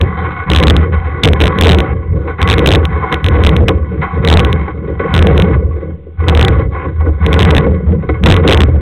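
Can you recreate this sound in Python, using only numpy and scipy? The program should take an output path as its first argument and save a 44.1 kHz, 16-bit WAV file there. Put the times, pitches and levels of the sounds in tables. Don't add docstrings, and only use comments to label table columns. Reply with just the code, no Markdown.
import sys
import numpy as np
from scipy import signal
from scipy.fft import rfft, irfft
from scipy.io import wavfile
from scipy.ndimage import uniform_filter1d

SR = 44100
rng = np.random.default_rng(int(sys.argv[2]) if len(sys.argv) > 2 else 0)


def transcribe(u):
    v = np.clip(np.atleast_2d(u).T, -1, 1)
    q = np.round(v * 32767).astype(np.int16)
    wavfile.write(sys.argv[1], SR, q)


N = 388509
CONVERTER_SR = 8000

# start_s, length_s, peak_share, boom_db, thump_db, body_db
SHOVES = [(0.0, 0.0844, 0.326, -7.5, -13.5, -14.5), (.12, 0.292, 0.31, -18.5, -26.5, -23),
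          (.46, 0.374, 0.662, -6, -9.5, -11.5), (.86, 0.1205, 0.28, -9.5, -20.5, -21),
          (1.02, 0.228, 0.62, -16, -28, -22.5), (1.225, 0.109, 0.286, -7, -9, -6),
          (1.385, 0.1084, 0.253, -6.5, -8.5, -7), (1.54, 0.2835, 0.598, -8, -10, -6),
          (1.86, 0.254, 0.285, -11.5, -24.5, -24.5), (2.1, 0.0906, 0.487, -8, -16.5, -16),
          (2.2, 0.129, 0.474, -18, -25.5, -20), (2.385, 0.451, 0.708, -8.5, -13, -12),
          (2.85, 0.214, 0.624, -14.5, -21.5, -26), (3.07, 0.1195, .5, -18.5, -17.5, -16),
          (3.225, 0.5316, 0.605, -6.5, -12, -12.5), (3.8, 0.26, 0.657, -16, -16.5, -22),
          (4.12, 0.4835, 0.495, -7.5, -10.5, -10.5), (4.65, 0.351, 0.684, -17.5, -21.5, -23.5),
          (4.99, .1, .5, -17, -19, -19), (5.09, .48, .6, -5, -7, -11), (5.63, .08, 0.496, -5.5, -26, -21.5),
          (5.8, 0.1587, .6, -23.5, -24, -25), (6.17, .07, .9, -13, -28, -24),
          (6.22, .44, 0.494, -5, -13, -11), (6.7, 0.0596, .4, -12, -23.5, -22),
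          (6.79, 0.172, 0.575, -15.5, -23.5, -23.5), (6.97, 0.19, 0.445, -9, -24.5, -21.5),
          (7.195, 0.5746, 0.587, -7, -9, -10), (7.82, 0.2316, 0.525, -10.5, -13, -22.5),
          (8.085, 0.097, 0.285, -10, -22.5, -19.5), (8.21, 0.157, 0.375, -2.5, -3.5, -8.5),
          (8.41, .14, .6, -11, -9, -3), (8.54, .32, .2, -4, -18, -15)]
# start_s, length_s, peak_share, scrape_db
RUBS = [(0.0, 0.431, 0.572, -21.5), (.46, 0.388, 0.226, -19.5), (.9, 0.367, 0.464, -24.5),
        (1.215, 0.0896, 0.36, -20), (1.33, 0.5764, 0.57, -19.5), (1.95, 0.441, 0.68, -34.5),
        (2.385, 0.395, 0.345, -18), (2.8, 0.426, .7, -22.5), (3.23, 0.339, 0.33, -19),
        (3.6, 0.1924, 0.62, -32.5), (3.8, 0.34, 0.57, -34), (4.0, 0.44, 0.314, -26),
        (4.21, 0.318, 0.46, -17), (4.5, 0.2006, 0.35, -25), (4.72, 0.334, 0.566, -35),
        (5.0, 0.546, 0.416, -19.5), (5.6, 0.326, .4, -39.5), (6.17, .09, .9, -25), (6.25, .35, .4, -19),
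        (6.7, 0.185, .4, -27), (6.9, 0.57, 0.58, -35), (7.2, 0.442, 0.595, -17.5), (7.65, .42, .2, -36),
        (8.08, .12, 0.31, -33), (8.22, 0.1595, 0.44, -16), (8.42, 0.2014, 0.38, -16.5),
        (8.67, 0.187, 0.29, -34.5)]
# attack_s, start_drop_db, end_drop_db, release_db_per_s, rest_level_db
BOOM_SHAPE = (0.0221, 3, 3, 170, -32)
THUMP_SHAPE = (0.002, 10, 8.5, 120.5, -43.5)
BODY_SHAPE = (0.0609, 9, 9.5, 110, -46)
RUB_SHAPE = (0.0277, 4, 4.5, 250.5, -54.5)
# pitch_hz, width_hz, relative_level_db
BOOM_MODES = [(79.445, 21.72, -1.5), (54.8, 22, -24.5), (116.2, 19.77, -11)]
# pitch_hz, width_hz, relative_level_db
THUMP_MODES = [(155.51, 28.3, -1.5), (185.51, 19.6, -3.5), (221.82, 36, -11.5)]
# pitch_hz, width_hz, relative_level_db
BODY_MODES = [(269.6, 34, -5.5), (313.5, 30, 0.5), (357.5, 65, -6.5), (456.7, 95.8, 1), (542.3, 70.8, -5.5),
              (642, 310, -23.5)]
# pitch_hz, width_hz, relative_level_db
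ROD_MODES = [(773, 93.8, -5), (1029.7, 103.9, -4), (1115.1, 62.3, -0.5), (1296.3, 340, -14),
             (1485, 56.4, -3), (1661.7, 190, -14), (1992, 110.8, -7.5), (2178, 76, -8), (2489, 550, -25),
             (3109, 180, -28), (3874, 1100, -33)]
# start_s, ring_db, thud_relative_db, rattle_decay_s, tilt_db_per_octave
KNOCKS = [(0.921, -12, -15.5, 0.0282, 1.16), (2.272, -12.5, -5, 0.0291, -0.5),
          (2.379, -9.5, -8, 0.0515, 0.5), (3.019, -7, -5, 0.0408, -5.5), (3.114, -4, -10, 0.021, 2),
          (3.676, -6, 3, 0.0201, -4), (4.012, -6.5, -7.5, 0.0309, -0.22), (4.676, -12, -5.5, 0.0078, -3),
          (4.872, -26.5, 15, 0.025, 5.5), (4.991, -10, 5.5, 0.0154, 1), (5.619, -34, 22, 0.0102, 1.5),
          (5.756, -31.5, 14.5, 0.026, 3.5), (5.808, -28.5, 14.5, 0.026, 2),
          (6.063, -53.5, 31.5, 0.0141, -2.5), (6.583, -14.5, -9, 0.0174, -1.5),
          (6.731, -13.5, -6, 0.0686, -2.22), (6.849, -18, 5.5, 0.011, -1), (6.997, -14, -20, 0.025, -4),
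          (7.054, -17.5, 9, 0.0205, -4.5), (7.739, -29, 6, 0.0113, 5), (7.917, -26.5, 19.5, 0.013, 2.5),
          (8.022, -23, 6, 0.0158, -0.5), (8.088, -9.5, 4, 0.0065, -2), (8.137, -17.5, -9, 0.0187, 0.5)]
# frequency_hz, level_db
HISS = [(20, -44.5), (300, -32.5), (900, -54), (2300, -53), (4000, -59.5)]
# first_s, last_s, jolt_count, first_flip_samples, mean_other_flip_samples
BOUTS = [(.0141, .0141, 1, 1, 1), (.5015, .5495, 4, 2, 1.7), (.5618, .6011, 4, 6, 1),
         (.6288, .6363, 2, 1, 2), (.6709, .6822, 2, 2, 2), (.6998, .7069, 2, 5, 2), (.7661, .7661, 1, 2, 1),
         (1.235, 1.2537, 3, 15, 4), (1.276, 1.2875, 2, 1, 1), (1.3343, 1.3343, 1, 1, 1),
         (1.4045, 1.4218, 4, 1, 1.3), (1.4388, 1.4414, 2, 1, 1), (1.4574, 1.4794, 3, 1, 1.5),
         (1.5876, 1.5876, 1, 1, 1), (1.611, 1.6365, 3, 5, 2), (1.6455, 1.6574, 3, 1, 1),
         (1.6703, 1.683, 2, 3, 1), (1.6924, 1.7192, 4, 5, 1.7), (1.7323, 1.7475, 2, 1, 1),
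         (1.7869, 1.8044, 2, 1, 1), (2.4172, 2.4284, 2, 1, 2), (2.4768, 2.4894, 2, 1, 1),
         (2.5, 2.5395, 5, 6, 2), (2.5827, 2.5934, 2, 1, 1), (2.6608, 2.6897, 3, 5, 5),
         (2.7074, 2.7574, 6, 1, 1.9), (2.8538, 2.8538, 1, 1, 1), (3.1266, 3.1434, 2, 1, 1),
         (3.2443, 3.286, 3, 1, 1), (3.4379, 3.4495, 2, 1, 1), (3.4656, 3.4709, 2, 2, 2),
         (3.4929, 3.4929, 1, 1, 1), (3.566, 3.566, 1, 1, 1), (3.6837, 3.6924, 3, 3, 1.5),
         (4.25, 4.25, 1, 1, 1), (4.2755, 4.3014, 3, 3, 4.5), (4.3281, 4.3396, 2, 3, 5),
         (4.3728, 4.3728, 1, 3, 1), (4.3948, 4.402, 2, 2, 1), (4.449, 4.449, 1, 1, 1),
         (4.5292, 4.5292, 1, 1, 1), (5.1413, 5.192, 5, 2, 1), (5.2259, 5.2707, 2, 1, 1),
         (5.3788, 5.4222, 3, 1, 1), (6.2843, 6.2971, 3, 2, 1), (6.3509, 6.3509, 1, 1, 1),
         (6.3749, 6.4278, 4, 1, 1.7), (6.4496, 6.4496, 1, 3, 1), (6.4832, 6.4832, 1, 2, 1),
         (7.2646, 7.2646, 1, 1, 1), (7.3304, 7.3418, 2, 2, 1), (7.3929, 7.43, 5, 2, 1.3),
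         (7.4514, 7.4514, 1, 1, 1), (7.507, 7.511, 2, 1, 1), (7.5502, 7.5814, 3, 1, 2),
         (8.2383, 8.2383, 1, 1, 1), (8.2602, 8.2685, 2, 5, 1), (8.3033, 8.3124, 2, 2, 2),
         (8.3234, 8.3663, 3, 4, 1), (8.4775, 8.5163, 5, 5, 2), (8.5247, 8.5463, 3, 6, 3),
         (8.5749, 8.5749, 1, 1, 1), (8.6054, 8.6351, 3, 3, 1)]
# start_s, length_ms
CRESTS = [(4.3144, 1.9), (4.326, 0.5), (8.2714, 2.4), (8.2871, 2.7), (8.2994, 2.7)]
SNAPS = [1.61199, 2.6735]


def pipe():
    friction = slips(per_s=900, spread_db=-1.0, flutter_db=-1.5, flutter_s=0.011)
    shaken = evened(ring(friction, BOOM_MODES))
    jolts_s = np.concatenate([np.linspace(*bout[:3]) for bout in BOUTS])
    kicks = np.zeros(N)
    kicks[np.round((jolts_s - .0008) * SR).astype(int)] = 1
    t = np.arange(SR // 20) / SR
    swing = np.sin(2 * np.pi * 82 * t) * gain_of(-60 * t / 0.0991)
    kicked = signal.oaconvolve(kicks, swing)[:N]
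    return effort(SHOVES, axis=3, shape=BOOM_SHAPE) * (shaken + gain_of(7.5) * kicked)


def body():
    thump = ring(slips(per_s=700, spread_db=3, flutter_db=1, flutter_s=0.051), THUMP_MODES)
    hollow = ring(slips(per_s=1200, spread_db=0.5, flutter_db=2, flutter_s=0.029), BODY_MODES)
    thump_level = effort(SHOVES, axis=4, shape=THUMP_SHAPE)
    hollow_level = effort(SHOVES, axis=5, shape=BODY_SHAPE)
    return thump_level * evened(thump) + hollow_level * evened(hollow)


def scrape():
    rub = slips(per_s=2500, spread_db=2.0, flutter_db=1.5, flutter_s=0.017)
    knots = np.arange(0, N + 3000, 3000)
    wander_db = 2.4 * rng.standard_normal((len(ROD_MODES), len(knots)))
    total = np.zeros(N)
    for k, mode in enumerate(ROD_MODES):
        swell = gain_of(np.interp(np.arange(N), knots, wander_db[k]))
        total += (-1) ** k * ring(rub, [mode]) * swell
    return effort(RUBS, axis=3, shape=RUB_SHAPE) * evened(total)


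def knocks():
    out = np.zeros(N + SR)
    t = np.arange(SR // 5) / SR
    for start_s, ring_db, thud_db, decay_s, tilt_db in KNOCKS:
        envelope = np.exp(-t / decay_s) * (1 - np.exp(-t / (0.21 * decay_s)))
        rattle = rng.standard_normal(len(t)) * envelope
        tilted = [(hz, width, db + tilt_db * np.log2(hz / 1100)) for hz, width, db in ROD_MODES]
        bright = ring(rattle, tilted)
        dull = ring(rattle, BODY_MODES)
        knock = bright / abs(bright).max() + gain_of(thud_db) * dull / abs(dull).max()
        out[round(start_s * SR):][:len(t)] += gain_of(ring_db) * knock
    return out[:N]


def hiss():
    hz, db = np.transpose(HISS)
    shape_db = np.interp(np.log(np.fft.rfftfreq(N, 1 / SR) + 1), np.log(hz), db)
    return irfft(rfft(rng.standard_normal(N)) * gain_of(shape_db), N)


def slips(per_s, spread_db, flutter_db, flutter_s):
    tick = rng.random(N) < per_s / SR
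    size = np.minimum(rng.exponential(1, N), 4)
    sign = rng.standard_normal(N)
    span = max(round(flutter_s * SR), 1)
    clump = uniform_filter1d(uniform_filter1d(rng.standard_normal(N), span), span)
    return tick * sign * gain_of(spread_db * size + flutter_db * evened(clump))


def ring(x, modes):
    out = np.zeros(len(x))
    for k, (hz, width, db) in enumerate(modes):
        radius, angle = np.exp(-np.pi * width / SR), 2 * np.pi * hz / SR
        peak_gain = 2 * (1 - radius) * np.sin(angle)
        stage = [peak_gain, 0, 0, 1, -2 * radius * np.cos(angle), radius * radius]
        out += (-1) ** k * gain_of(db) * signal.sosfilt([stage, stage], x)
    return out


def effort(spells, axis, shape):
    attack_s, start_db, end_db, release_db, rest_db = shape
    t = np.arange(0, N + 64, 64) / SR
    power = gain_of(2 * rest_db)
    for row in spells:
        start_s, length_s, share = row[:3]
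        times = [0, share * length_s, length_s, length_s + 1]
        swell_db = np.interp(t - start_s, times, [-start_db, 0, -end_db, -end_db - release_db])
        rise = np.clip((t - start_s) / attack_s + (start_s == 0), 0, 1)
        power = power + (rise * gain_of(row[axis] + swell_db)) ** 2
    return np.interp(np.arange(N) / SR, t, np.sqrt(power))


def gain_of(db):
    return 10 ** (np.asarray(db) / 20)


def evened(x):
    return x / np.sqrt(np.mean(x ** 2) + 1e-20)


def scene():
    return (pipe() + body() + scrape() + knocks() + hiss())[None]


def overflow(low, rail):
    flips = np.zeros(len(low), bool)
    for first_s, last_s, jolts, lead, mean in BOUTS:
        for k, jolt_s in enumerate(np.linspace(first_s, last_s, jolts)):
            stray = rng.random() * 2 - 1
            more = -np.log(rng.random())
            count = lead if k == 0 else min(1 + round((mean - 1) * (more + 1) / 2), 8)
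            gaps = 2 + 9 * rng.random(count - 1) ** 3 * min(1, 4 / count)
            if 0 < k < jolts - 1:
                jolt_s += .003 * stray
            steps = np.round(np.cumsum([0, *gaps])).astype(int)
            flips[round(jolt_s * CONVERTER_SR) + steps] = True
    for start_s, length_ms in CRESTS:
        end_s = start_s + length_ms / 1000
        flips[round(start_s * CONVERTER_SR):round(end_s * CONVERTER_SR) + 1] = True
    top = np.where(uniform_filter1d(flips * 1., size=3) > 0, rail, -rail)
    leap = top
    for step in range(1, 5):
        climb = np.roll(top, -step) - .35 * step
        fall = np.roll(top, step) - .4 * step
        leap = np.maximum(leap, np.maximum(climb, fall))
    return np.where(flips, -rail, np.clip(np.maximum(low, leap), -rail, rail))


def record(dry):
    heard = signal.sosfilt(signal.butter(3, 52, "high", fs=SR, output="sos"), dry[0])
    low = overflow(signal.resample_poly(heard, 80, 441) - .01, rail=.692)
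    smooth = signal.firwin(441 * 28 + 1, 3960, window=("kaiser", 8), fs=SR * 80)
    wide = np.clip(signal.resample_poly(low, 441, 80, window=smooth)[:N], -.715, .713)
    for snap_s in SNAPS:
        wide[round(snap_s * SR) + np.arange(-2, 3)] = .48 * np.array([1, 1, -1, 1, 1])
    treble_limit = signal.firwin(255, 16300, window=("kaiser", 9), fs=SR)
    return signal.oaconvolve(wide, treble_limit, "same")[None]


dry = scene()
out = record(dry)
transcribe(out)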